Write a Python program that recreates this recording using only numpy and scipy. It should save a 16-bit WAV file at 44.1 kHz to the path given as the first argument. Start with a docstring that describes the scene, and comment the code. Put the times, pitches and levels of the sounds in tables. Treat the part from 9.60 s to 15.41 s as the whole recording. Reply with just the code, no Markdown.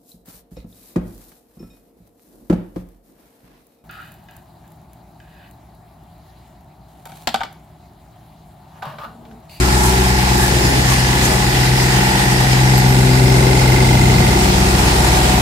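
"""A walled yard: a petrol plate compactor crawls closer over paving tiles.
Its four-stroke single booms, barks and ticks at about 24 cycles a second; a belt spins the eccentric
weight at 64 Hz, which throbs against the engine. The steel plate hammers the tiles and grinds sand,
with a few louder scrapes and a faint whistle of rubbing steel."""
import sys
import numpy as np
from scipy import signal
from scipy.fft import rfft, irfft, next_fast_len
from scipy.io import wavfile
from scipy.ndimage import uniform_filter1d, map_coordinates

SR = 44100
rng = np.random.default_rng(int(sys.argv[2]) if len(sys.argv) > 2 else 0)


def wrap_up_sound(samples):
    """Save the sound to the file named by the first command line argument, as 16-bit audio."""
    columns = np.atleast_2d(samples).T
    # keep every value between -1 and 1, then stretch to whole-number steps
    tamed = np.clip(columns, -1, 1)
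    steps = np.round(tamed * 32767).astype(np.int16)
    wavfile.write(sys.argv[1], SR, steps)


N = 256220
TOP_HZ = 15700

# Each row: time in seconds, engine cycle rate in Hz, eccentric rate in Hz.
SHAFT_RATES = [(0.0, 23.92, 63.64), (0.45, 23.79, 63.79), (1.0, 23.87, 64.13), (1.7, 23.92, 63.96),
               (2.5, 23.96, 64.33), (3.3, 23.98, 64.06), (4.0, 23.83, 63.95), (4.5, 23.82, 63.68),
               (5.0, 23.76, 64.01), (5.4, 23.8, 63.58), (5.81, 23.84, 63.9)]
CYCLE_HZ = SHAFT_RATES[0][1]


def amp(db):
    """Decibels to gain."""
    return 10 ** (np.asarray(db) / 20)


def unit(x):
    """Scale to rms 1."""
    return x / np.sqrt(np.mean(x ** 2) + 1e-20)


def curves(rows):
    """Per-sample curve for each column after the time."""
    times_s, *columns = np.transpose(rows)
    return [np.interp(np.arange(N) / SR, times_s, column) for column in columns]


def bell(centre_s, width_s):
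    """Gaussian envelope, 1/e at width_s from its centre."""
    return np.exp(-((np.arange(N) / SR - centre_s) / width_s) ** 2)


def swells(rows):
    """Sum of bell-shaped rises, in dB."""
    return sum(db * bell(centre_s, width_s) for centre_s, width_s, db in rows)


def approach(far_db, near_db):
    """Level in dB as the machine draws closer."""
    # Each row: time in seconds, nearness from 0 to 1.
    nearness = [(0, 0.19), (3, 0.5), (3.8, 0.74), (5.81, 1)]
    return far_db + (near_db - far_db) * curves(nearness)[0]


def wobble(rate_hz):
    """Smooth random curve through knots drawn at rate_hz."""
    knots = rng.standard_normal(int(N * rate_hz / SR) + 4)
    return map_coordinates(knots, [np.arange(N) * rate_hz / SR])


def noise():
    """White noise, independent in the two channels."""
    return rng.standard_normal((2, N))


def filtered(x, response):
    """Apply a complex frequency response."""
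    size = next_fast_len(N + SR // 2)
    return irfft(rfft(x, size) * response(np.fft.rfftfreq(size, 1 / SR)), size)[..., :N]


def colour(points):
    """Response through (Hz, dB) points on a log axis."""
    hz, db = np.transpose(points)
    return lambda f: amp(np.interp(np.log(f + 1), np.log(hz), db))


def resonances(modes):
    """Causal response of (Hz, width in Hz, dB) modes, alternating in sign."""
    return lambda f: sum((-1) ** k * amp(db) * 1j * f * width / (hz * hz - f * f + 1j * f * width)
                         for k, (hz, width, db) in enumerate(modes))


def patchy(x, depth_db):
    """Vary the gain in random patches of time and frequency."""
    spectra = signal.stft(x, nperseg=512)[2]
    field = uniform_filter1d(rng.standard_normal(spectra.shape[1:]), size=9, axis=0)
    field = uniform_filter1d(field, size=12, axis=1)
    return signal.istft(spectra * amp(depth_db * unit(field)), nperseg=512)[1][:, :N]


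def pulses(cycle, phase, spread_db=.8):
    """One impulse per engine cycle at the given phase, uneven in strength."""
    at = np.interp(np.arange(int(cycle[-1]) + 1) + phase, cycle, np.arange(N), left=-1, right=-1)
    at = np.round(at[at >= 0]).astype(int)
    return np.bincount(at, amp(spread_db * rng.standard_normal(len(at))), N)


def ring(x, t60_s, count=5):
    """Dense stereo ringing, crossfaded through several tails as the machine travels."""
    t = np.arange(SR // 8) / SR
    tails = rng.standard_normal((count, 2, len(t))) * amp(-60 * t / t60_s) * np.minimum(t / .004, 1)
    tails /= np.linalg.norm(tails, axis=-1, keepdims=True)
    travel = np.linspace(0, count - 1, N)
    return sum(np.sqrt(np.clip(1 - abs(travel - k), 0, 1))
               * signal.oaconvolve(x[None], tail, axes=1)[:, :N] for k, tail in enumerate(tails))


def placed(x, left_db, lag_s):
    """Mono to stereo: the left is left_db louder and lag_s later than the right."""
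    side = np.array([[1], [-1]]) / 2
    return amp(left_db * side) * filtered(x, lambda f: np.exp(-2j * np.pi * f * lag_s * side))


def plate_hum(turns):
    """The eccentric shakes the plate: a throb once a turn, a hum twice a turn, wavering overtones."""
    # Each row: time in seconds, relative level in dB.
    throb_levels = [(0.08, -16.5), (2.66, -27.5), (3.65, -21), (5.5, -18), (5.7, -19)]
    hum_levels = [(0.0, -20), (.8, -17.5), (1.3, -14.5), (1.55, -16.5), (1.75, -18), (2.1, -12.5),
                  (2.55, -17), (3.0, -10), (3.7, -8.7), (4.05, -11), (4.45, -10.5), (4.68, -13.5),
                  (4.88, -22), (5.3, -19), (5.75, -17.5)]
    # Each row: multiple of the eccentric rate, level in dB.
    overtones = [(4, -33), (5, -38), (6, -38)]
    angle = 2 * np.pi * turns
    throb = amp(curves(throb_levels)[0] + 2 + .4 * wobble(11)) * np.cos(angle + .15)
    hum = amp(curves(hum_levels)[0] - 1 + .22 * wobble(9.1)) * np.cos(2 * angle)
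    upper = sum(amp(db + 4.5 * wobble(4.95)) * np.cos(k * angle + np.pi * wobble(1.201))
                for k, db in overtones)
    return placed(throb + hum + upper, left_db=8.5, lag_s=.00011)


def engine_boom(cycle, waver_db, drift_turns):
    """Firing stroke and crank unbalance: clean low orders, a drone at order 8, unsteady high orders."""
    # Each row: time in seconds, relative level in dB.
    drone_levels = [(0.0, -35), (0.05, -24.5), (0.78, -23.5), (1.02, -29), (1.67, -29.5), (1.76, -22.5),
                    (2.04, -31), (2.39, -21.5), (2.86, -26), (3.17, -20.5), (4.13, -32), (4.4, -22.5),
                    (4.79, -25), (4.9, -18.5), (5.21, -23.5), (5.37, -36), (5.76, -21.5), (5.81, -44)]
    # Each row: multiple of the cycle rate, far level in dB, near level in dB.
    orders = [(2, -27.5, -20.5), (3, -31, -31.5), (4, -62, -24), (5, -21.5, -36), (6, -35, -28.5),
              (7, -38, -25.5), (9, -39.5, -37.5), (10, -37, -32), (11, -37.5, -46), (12, -35, -37),
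              (13, -38, -41), (19, -37.5, -40), (23, -48, -39), (26, -52, -34.5)]
    tones = amp(curves(drone_levels)[0] + 2.5) * np.cos(2 * np.pi * 8 * cycle)
    for order, far_db, near_db in orders:
        looseness = min(order / 19, 1) ** 2
        level_db = approach(far_db, near_db) + waver_db * np.sqrt(looseness) * wobble(3.2)
        slip = looseness * (2 * rng.standard_normal() + drift_turns * wobble(.723))
        tones += amp(level_db) * np.cos(2 * np.pi * (order * cycle + slip))
    return placed(tones, left_db=6.5, lag_s=.00043)


def hammering(turns, slam_db):
    """Once a turn the plate slams the tiles, which rattle on their bed, harder at each jolt."""
    # Each row: centre in seconds, width in seconds, rise in dB.
    jolts = [(1.1, .13, 5), (1.7, .11, 4), (3.85, .3, 4.5), (4.55, .2, 2.5)]
    # Each row: frequency in Hz, gain in dB.
    tile_spectrum = [(20, -14), (60, -30), (100, 3), (150, 1.5), (250, -1.5), (370, 0), (480, -6),
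                     (640, -11), (900, -13.5), (1250, -40), (2000, -21.5), (4000, -58)]
    level_db = approach(far_db=-27.5, near_db=-20.5) + swells(jolts)
    mid, side = noise() * amp(slam_db * np.cos(2 * np.pi * (turns - .78)))
    side = filtered(side, colour([(200, -28), (400, -33), (700, 4)]))  # keeps the bass narrow
    mid = placed(mid, left_db=5, lag_s=.000093)
    return amp(level_db) * unit(filtered(mid + [side, -side], colour(tile_spectrum)))


def sand(grain_db, surge_db):
    """Grains crack under the plate in dense clumps; at times it catches on grit and squeals."""
    # Each row: time in seconds, relative level in dB.
    grind_levels = [(0, -23.5), (2.5, -23), (3.4, -25), (4.4, -25), (5.5, -22)]
    # Each row: frequency in Hz, gain in dB.
    sand_spectrum = [(300, -53), (700, 3), (1000, 2), (1300, -5.5), (2000, -2), (2600, -4), (3400, -4),
                     (4300, -6), (5000, -1), (6000, -7), (7300, -7), (9000, -10), (11000, -14.5),
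                     (13000, -15.5), (14300, -18.5), (15600, -27)]
    # Each row: centre in seconds, width in seconds, frequency in Hz, bandwidth in Hz, share lost.
    hiss_dips = [(.2, 0.63, 3100, 1700, 0.32), (3.55, 0.34, 3080, 700, 0.6), (5.75, .3, 5100, 1200, 0.36)]
    # Each row: centre in seconds, width in seconds, relative grit level in dB, pitch in Hz, squeal in dB.
    scrapes = [(.25, 0.077, -31.5, 930, -23), (0.845, 0.059, -30.5, 1660, -25.5),
               (1.32, .046, -33, 1100, -28), (1.654, 0.026, -31, 6700, -23), (1.73, 0.052, -37, 640, -25),
               (2.504, 0.12, -49, 1510, -32), (2.727, 0.018, -34, 7600, -35), (5.35, .3, -41, 1080, -35),
               (.1, 0.29, -54, 1350, -31), (.76, .05, -48, 312, -23), (1.13, 0.073, -48, 265, -25),
               (5.52, .14, -47, 885, -27)]
    level_db = curves(grind_levels)[0]
    clumps = amp(grain_db * wobble(900) + surge_db * wobble(25))
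    grains = patchy(noise() * clumps, depth_db=1.5)
    hiss = unit(filtered(grains, colour(sand_spectrum))) * amp([[-.4], [.4]])
    for centre_s, width_s, hz, band_hz, lost in hiss_dips:
        hiss -= lost * bell(centre_s, width_s) * filtered(hiss, resonances([(hz, band_hz, 0)]))
    bright = colour([(1000, -13), (4000, -7), (7500, 1.5), (11000, -2), (15500, -13)])
    grit = unit(filtered(noise() * amp(3.3 * wobble(600)), bright))
    spurts_db = 2.2 * wobble(21.97)
    out = amp(level_db + 3) * hiss + amp(level_db - 14 + spurts_db) * grit
    for centre_s, width_s, grit_db, hz, squeal_db in scrapes:
        squeal = unit(filtered(noise(), lambda f: resonances([(hz, hz / 6, 0)])(f) ** 2))
        out += bell(centre_s, width_s) * (amp(grit_db + 5.5) * grit + amp(squeal_db) * squeal)
    return out


def clatter(cycle, rattle_lag_cycles=.027):
    """Valve gear and piston tick in the casing, shake loose parts and ring the fins, frame and tank."""
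    # Each row: phase in cycles, level in dB, t60 in seconds.
    strikes = [(.07, -3, 0.038), (.16, 0, 0.051), (.33, -5.5, 0.068), (.6, 0, 0.072), (.89, -1.5, 0.037)]
    # Each row: frequency in Hz, bandwidth in Hz, gain in dB.
    fin_modes = [(1700, 8, -9.5), (1814, 7.6, 3.5), (1912, 31, -7.5), (2043, 15, -4)]
    # Each row: frequency in Hz, gain in dB.
    casing_spectrum = [(400, -54), (800, 10), (1060, -8), (1280, -4), (1420, 4), (1580, 0.5), (2000, -1.5),
                       (2650, -1), (3400, -9.5), (4200, -3.5), (4900, -11), (6000, -12.5), (8000, -10.5),
                       (15000, -38)]
    rattle_spectrum = [(1200, -22), (2400, -0.5), (3100, -5.5), (4100, 2.5), (5100, -3.5), (6200, -10),
                       (9000, -2.5), (15000, -40)]
    frame_spectrum = [(150, -42), (250, -7.5), (360, 5), (410, 0), (480, -6), (650, -14), (900, -59),
                      (1300, -53)]
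    # Each row: centre in seconds, width in seconds, rise in dB.
    fin_swells = [(2.65, .5, 6)]
    frame_swells = [(.2, .15, 5), (1.0, .2, 9), (3.85, .45, 9)]
    ticks = sum(amp(db) * ring(pulses(cycle, phase), t60_s) for phase, db, t60_s in strikes)
    metal = colour([(1100, -28), (1650, -2), (2350, -3), (3500, 5)])
    fins = filtered(ticks, lambda f: resonances(fin_modes)(f) * metal(f))
    casing = filtered(ticks, colour(casing_spectrum))
    bursts = sum(amp(db - 60 * ((cycle - phase - rattle_lag_cycles) % 1) / CYCLE_HZ / t60_s)
                 for phase, db, t60_s in strikes)
    rattle = filtered(noise() * bursts * amp(3.7 * wobble(1200)), colour(rattle_spectrum))
    frame = filtered(placed(ticks[0], left_db=9.5, lag_s=.00017), colour(frame_spectrum))
    tank = filtered(ticks, colour([(380, -39), (470, 1), (600, 3), (740, -8), (1200, -28.5)]))
    return (amp(approach(far_db=-32.5, near_db=-38.5) + swells(fin_swells)) * unit(fins)
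            + amp(approach(far_db=-28, near_db=-25)) * unit(casing)
            + amp(approach(far_db=-32.5, near_db=-29)) * unit(rattle)
            + amp(approach(far_db=-36, near_db=-30.5) + swells(frame_swells)) * unit(frame)
            + amp(approach(far_db=-42.5, near_db=-33)) * unit(tank))


def exhaust_bark(cycle, band_hz=11, echo_cycles=.2, wall_db=-2, yard_db=-15):
    """Two puffs a cycle ring the silencer's modes; a wall throws each back and the yard reverberates."""
    # Each row: phase in cycles, level in dB.
    puff_phases = [(.17, 0), (.684, -8)]
    silencer_hz = [742, 766, 837, 860, 885, 908]
    # Each row: time in seconds, then the level in dB of each silencer mode, low to high.
    mode_levels = [(0, -37, -46, -35, -30, -38, -48), (.35, -38, -41, -38, -27, -41, -44),
                   (.8, -43, -44, -38, -28, -29, -47), (1.15, -46, -44, -33, -39, -42, -52),
                   (1.5, -44, -49, -36, -38, -36, -41), (1.85, -37, -38, -30, -31, -41, -45),
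                   (2.15, -38, -31, -44, -31, -41, -42), (2.5, -30, -39, -31, -37, -24, -47),
                   (2.9, -31.5, -32, -36, -37, -38, -44), (3.25, -35, -26.5, -29.5, -37, -34, -41),
                   (3.6, -36, -38, -40, -43, -39, -42), (4.1, -33.5, -40, -35.5, -34, -33, -36),
                   (4.8, -32.5, -40, -39, -42, -37, -32.5), (5.2, -37, -34, -47, -32, -43, -37),
                   (5.7, -33, -27, -40, -34, -35, -36)]
    puffs = sum(amp(db) * pulses(cycle, phase) for phase, db in puff_phases)
    echo = filtered(puffs, lambda f: np.exp(-2j * np.pi * f * echo_cycles / CYCLE_HZ))
    drive = (placed(puffs, left_db=-1, lag_s=.0002)
             + amp(wall_db) * placed(echo, left_db=1, lag_s=.0002)
             + amp(yard_db) * ring(puffs, t60_s=.06))
    drive = filtered(drive, colour([(300, -22), (620, -14), (730, 4), (910, 4), (1050, -12), (2000, -36)]))
    return sum(amp(db) * unit(filtered(drive, resonances([(hz, band_hz, 0)])))
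               for db, hz in zip(curves(mode_levels), silencer_hz))


def exhaust_chuff(cycle, waver_db, peak_phase=.92):
    """Three neighbouring engine orders beat once a cycle: the exhaust's hollow throb."""
    # Each row: time in seconds, then the relative levels in dB of orders 14, 15 and 16.
    order_levels = [(0, -48, -23, -38), (.4, -44, -34.5, -21.5), (.8, -35, -30, -42), (1.25, -47, -46, -46),
                    (1.85, -39, -30, -32), (2.6, -29.5, -30, -42), (3.5, -29, -28.5, -35),
                    (4.0, -37, -30, -27), (4.4, -35, -36, -27), (4.8, -36, -24.5, -28),
                    (5.2, -31, -29, -31), (5.7, -43, -33, -33)]
    tones = sum(amp(db + waver_db * wobble(9.5))
                * np.cos(2 * np.pi * order * (cycle - peak_phase) + .22 * wobble(12))
                for order, db in enumerate(curves(order_levels), 14))
    return placed(amp(1) * tones, left_db=5.5, lag_s=.00025)


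def plate_bounce(turns):
    """On loose tiles the plate skips higher every second turn, adding tones between its overtones."""
    # Each row: time in seconds, relative level in dB.
    bounce_levels = [(0.0, -34), (0.06, -38), (1.0, -37), (1.54, -31), (1.89, -37), (3.53, -50),
                     (3.62, -36), (3.98, -45), (4.24, -23), (5.81, -33)]
    # Each row: multiple of half the eccentric rate, relative level in dB.
    half_orders = [(3, -1.5), (5, -1), (7, -2), (9, -5), (11, -5.5)]
    tones = sum(amp(db + 3.1 * wobble(3.9)) * np.cos(np.pi * k * turns + np.pi * wobble(.817))
                for k, db in half_orders)
    return placed(amp(curves(bounce_levels)[0] + 1.3) * tones, left_db=-4, lag_s=.00014)


def head_clink(cycle, engine_hz, length_s=.0125):
    """Combustion knocks the cylinder head: one short ping a cycle, with a little buzz."""
    # Each row: time in seconds, pitch in Hz, relative level in dB.
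    pings = [(0, 1975, -39), (1.1, 1990, -36.5), (1.9, 2030, -34), (2.6, 2000, -35), (3.2, 2040, -33.5),
             (3.7, 2085, -31), (4.2, 2095, -27), (4.4, 2085, -29), (4.7, 2075, -29.5), (4.9, 2050, -44),
             (5.81, 2060, -44)]
    hz, db = curves(pings)
    stroke, phase = np.divmod(cycle + .405, 1)
    age_s = phase / engine_hz
    strength_db = .7 * rng.standard_normal(int(stroke[-1]) + 1)[stroke.astype(int)]
    envelope = amp(strength_db) * np.sin(np.pi * np.minimum(age_s / length_s, 1))
    tone = unit(envelope * np.sin(2 * np.pi * hz * age_s))
    buzz = unit(filtered(noise() * envelope, colour([(1600, -27), (2100, -6), (2500, -1), (3000, -19)])))
    direct = placed(tone, left_db=0, lag_s=.00009)
    return amp(db - 1) * (direct + amp(-7) * ring(tone, t60_s=.07) + amp(-5) * buzz)


def sheet_metal(cycle):
    """Panels sing along with high engine orders: thin tones that come and go."""
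    # Each row: multiple of the cycle rate, centre in seconds, width in seconds, relative peak in dB.
    notes = [(45, .6, 1.0, -39), (56, .15, .3, -36), (59, .3, .5, -39), (68, .75, .5, -36),
             (71, .2, .3, -37), (71, 1.55, .35, -31), (71, 2.6, .55, -32), (81, 2.65, .4, -35),
             (68, 3.1, .5, -38), (85, 3.2, .3, -35), (60, 3.3, .4, -37), (58, 2.4, .3, -37),
             (62, 4, .58, -39), (38, 4.5, .8, -44), (50, 5.1, 1.0, -39), (52, 5.0, .9, -39),
             (54, 5.1, 1.0, -40), (56, 5.5, .5, -37)]
    tones = sum(amp(db) * bell(centre_s, width_s)
                * np.cos(2 * np.pi * (order * cycle + rng.random()) + .17 * wobble(5))
                for order, centre_s, width_s, db in notes)
    return placed(amp(2) * tones, left_db=4.5, lag_s=.00022)


def steel_whistle():
    """Rubbing steel sings faintly to the right at two high pitches, the lower one fitfully."""
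    # Each row: frequency in Hz, bandwidth in Hz, gain in dB.
    modes = [(11790, 60, 0), (13950, 260, 0)]
    # Each row: centre in seconds, width in seconds, rise in dB.
    squeaks = [(2.58, .03, 11), (2.68, .03, 12), (2.89, .02, 11), (3.18, .035, 20), (3.33, .07, 16),
               (3.52, .08, 8)]
    lower, upper = (unit(filtered(noise(), lambda f: resonances([mode])(f) * (f > TOP_HZ / 2)))
                    for mode in modes)
    lower_db = -52 + swells(squeaks) + 2.5 * wobble(40)
    upper_db = -44 + 2.2 * wobble(9)
    return (amp(lower_db) * lower + amp(upper_db) * upper) * amp([[-2], [2]])


def scene():
    """Engine and eccentric each run on their own shaft angle."""
    engine_hz, eccentric_hz = curves(SHAFT_RATES)
    cycle = np.cumsum(engine_hz) / SR + .177
    turns = np.cumsum(eccentric_hz) / SR - .166
    engine = (engine_boom(cycle, waver_db=2.3, drift_turns=.26) + exhaust_chuff(cycle, waver_db=.5)
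              + exhaust_bark(cycle) + head_clink(cycle, engine_hz) + clatter(cycle) + sheet_metal(cycle))
    plate = (plate_hum(turns) + plate_bounce(turns) + hammering(turns, slam_db=2.5)
             + sand(grain_db=.35, surge_db=.72))
    return engine + plate + steel_whistle()


def record(dry):
    """Stereo microphone: narrow bass, wide midrange, rounded peaks, nothing above TOP_HZ."""
    # Each row: frequency in Hz, side gain in dB.
    stereo_width = [(100, -12.5), (600, 2), (1200, 1.5), (2400, 2.5), (4500, 0)]
    mid = (dry[0] + dry[1]) / 2
    side = filtered((dry[0] - dry[1]) / 2, colour(stereo_width))
    wide = np.array([mid + side, mid - side])
    limited = wide / (1 + np.abs(wide / .95) ** 8) ** (1 / 8)
    return filtered(limited, lambda hz: hz < TOP_HZ)


dry = scene()
out = record(dry)
wrap_up_sound(out)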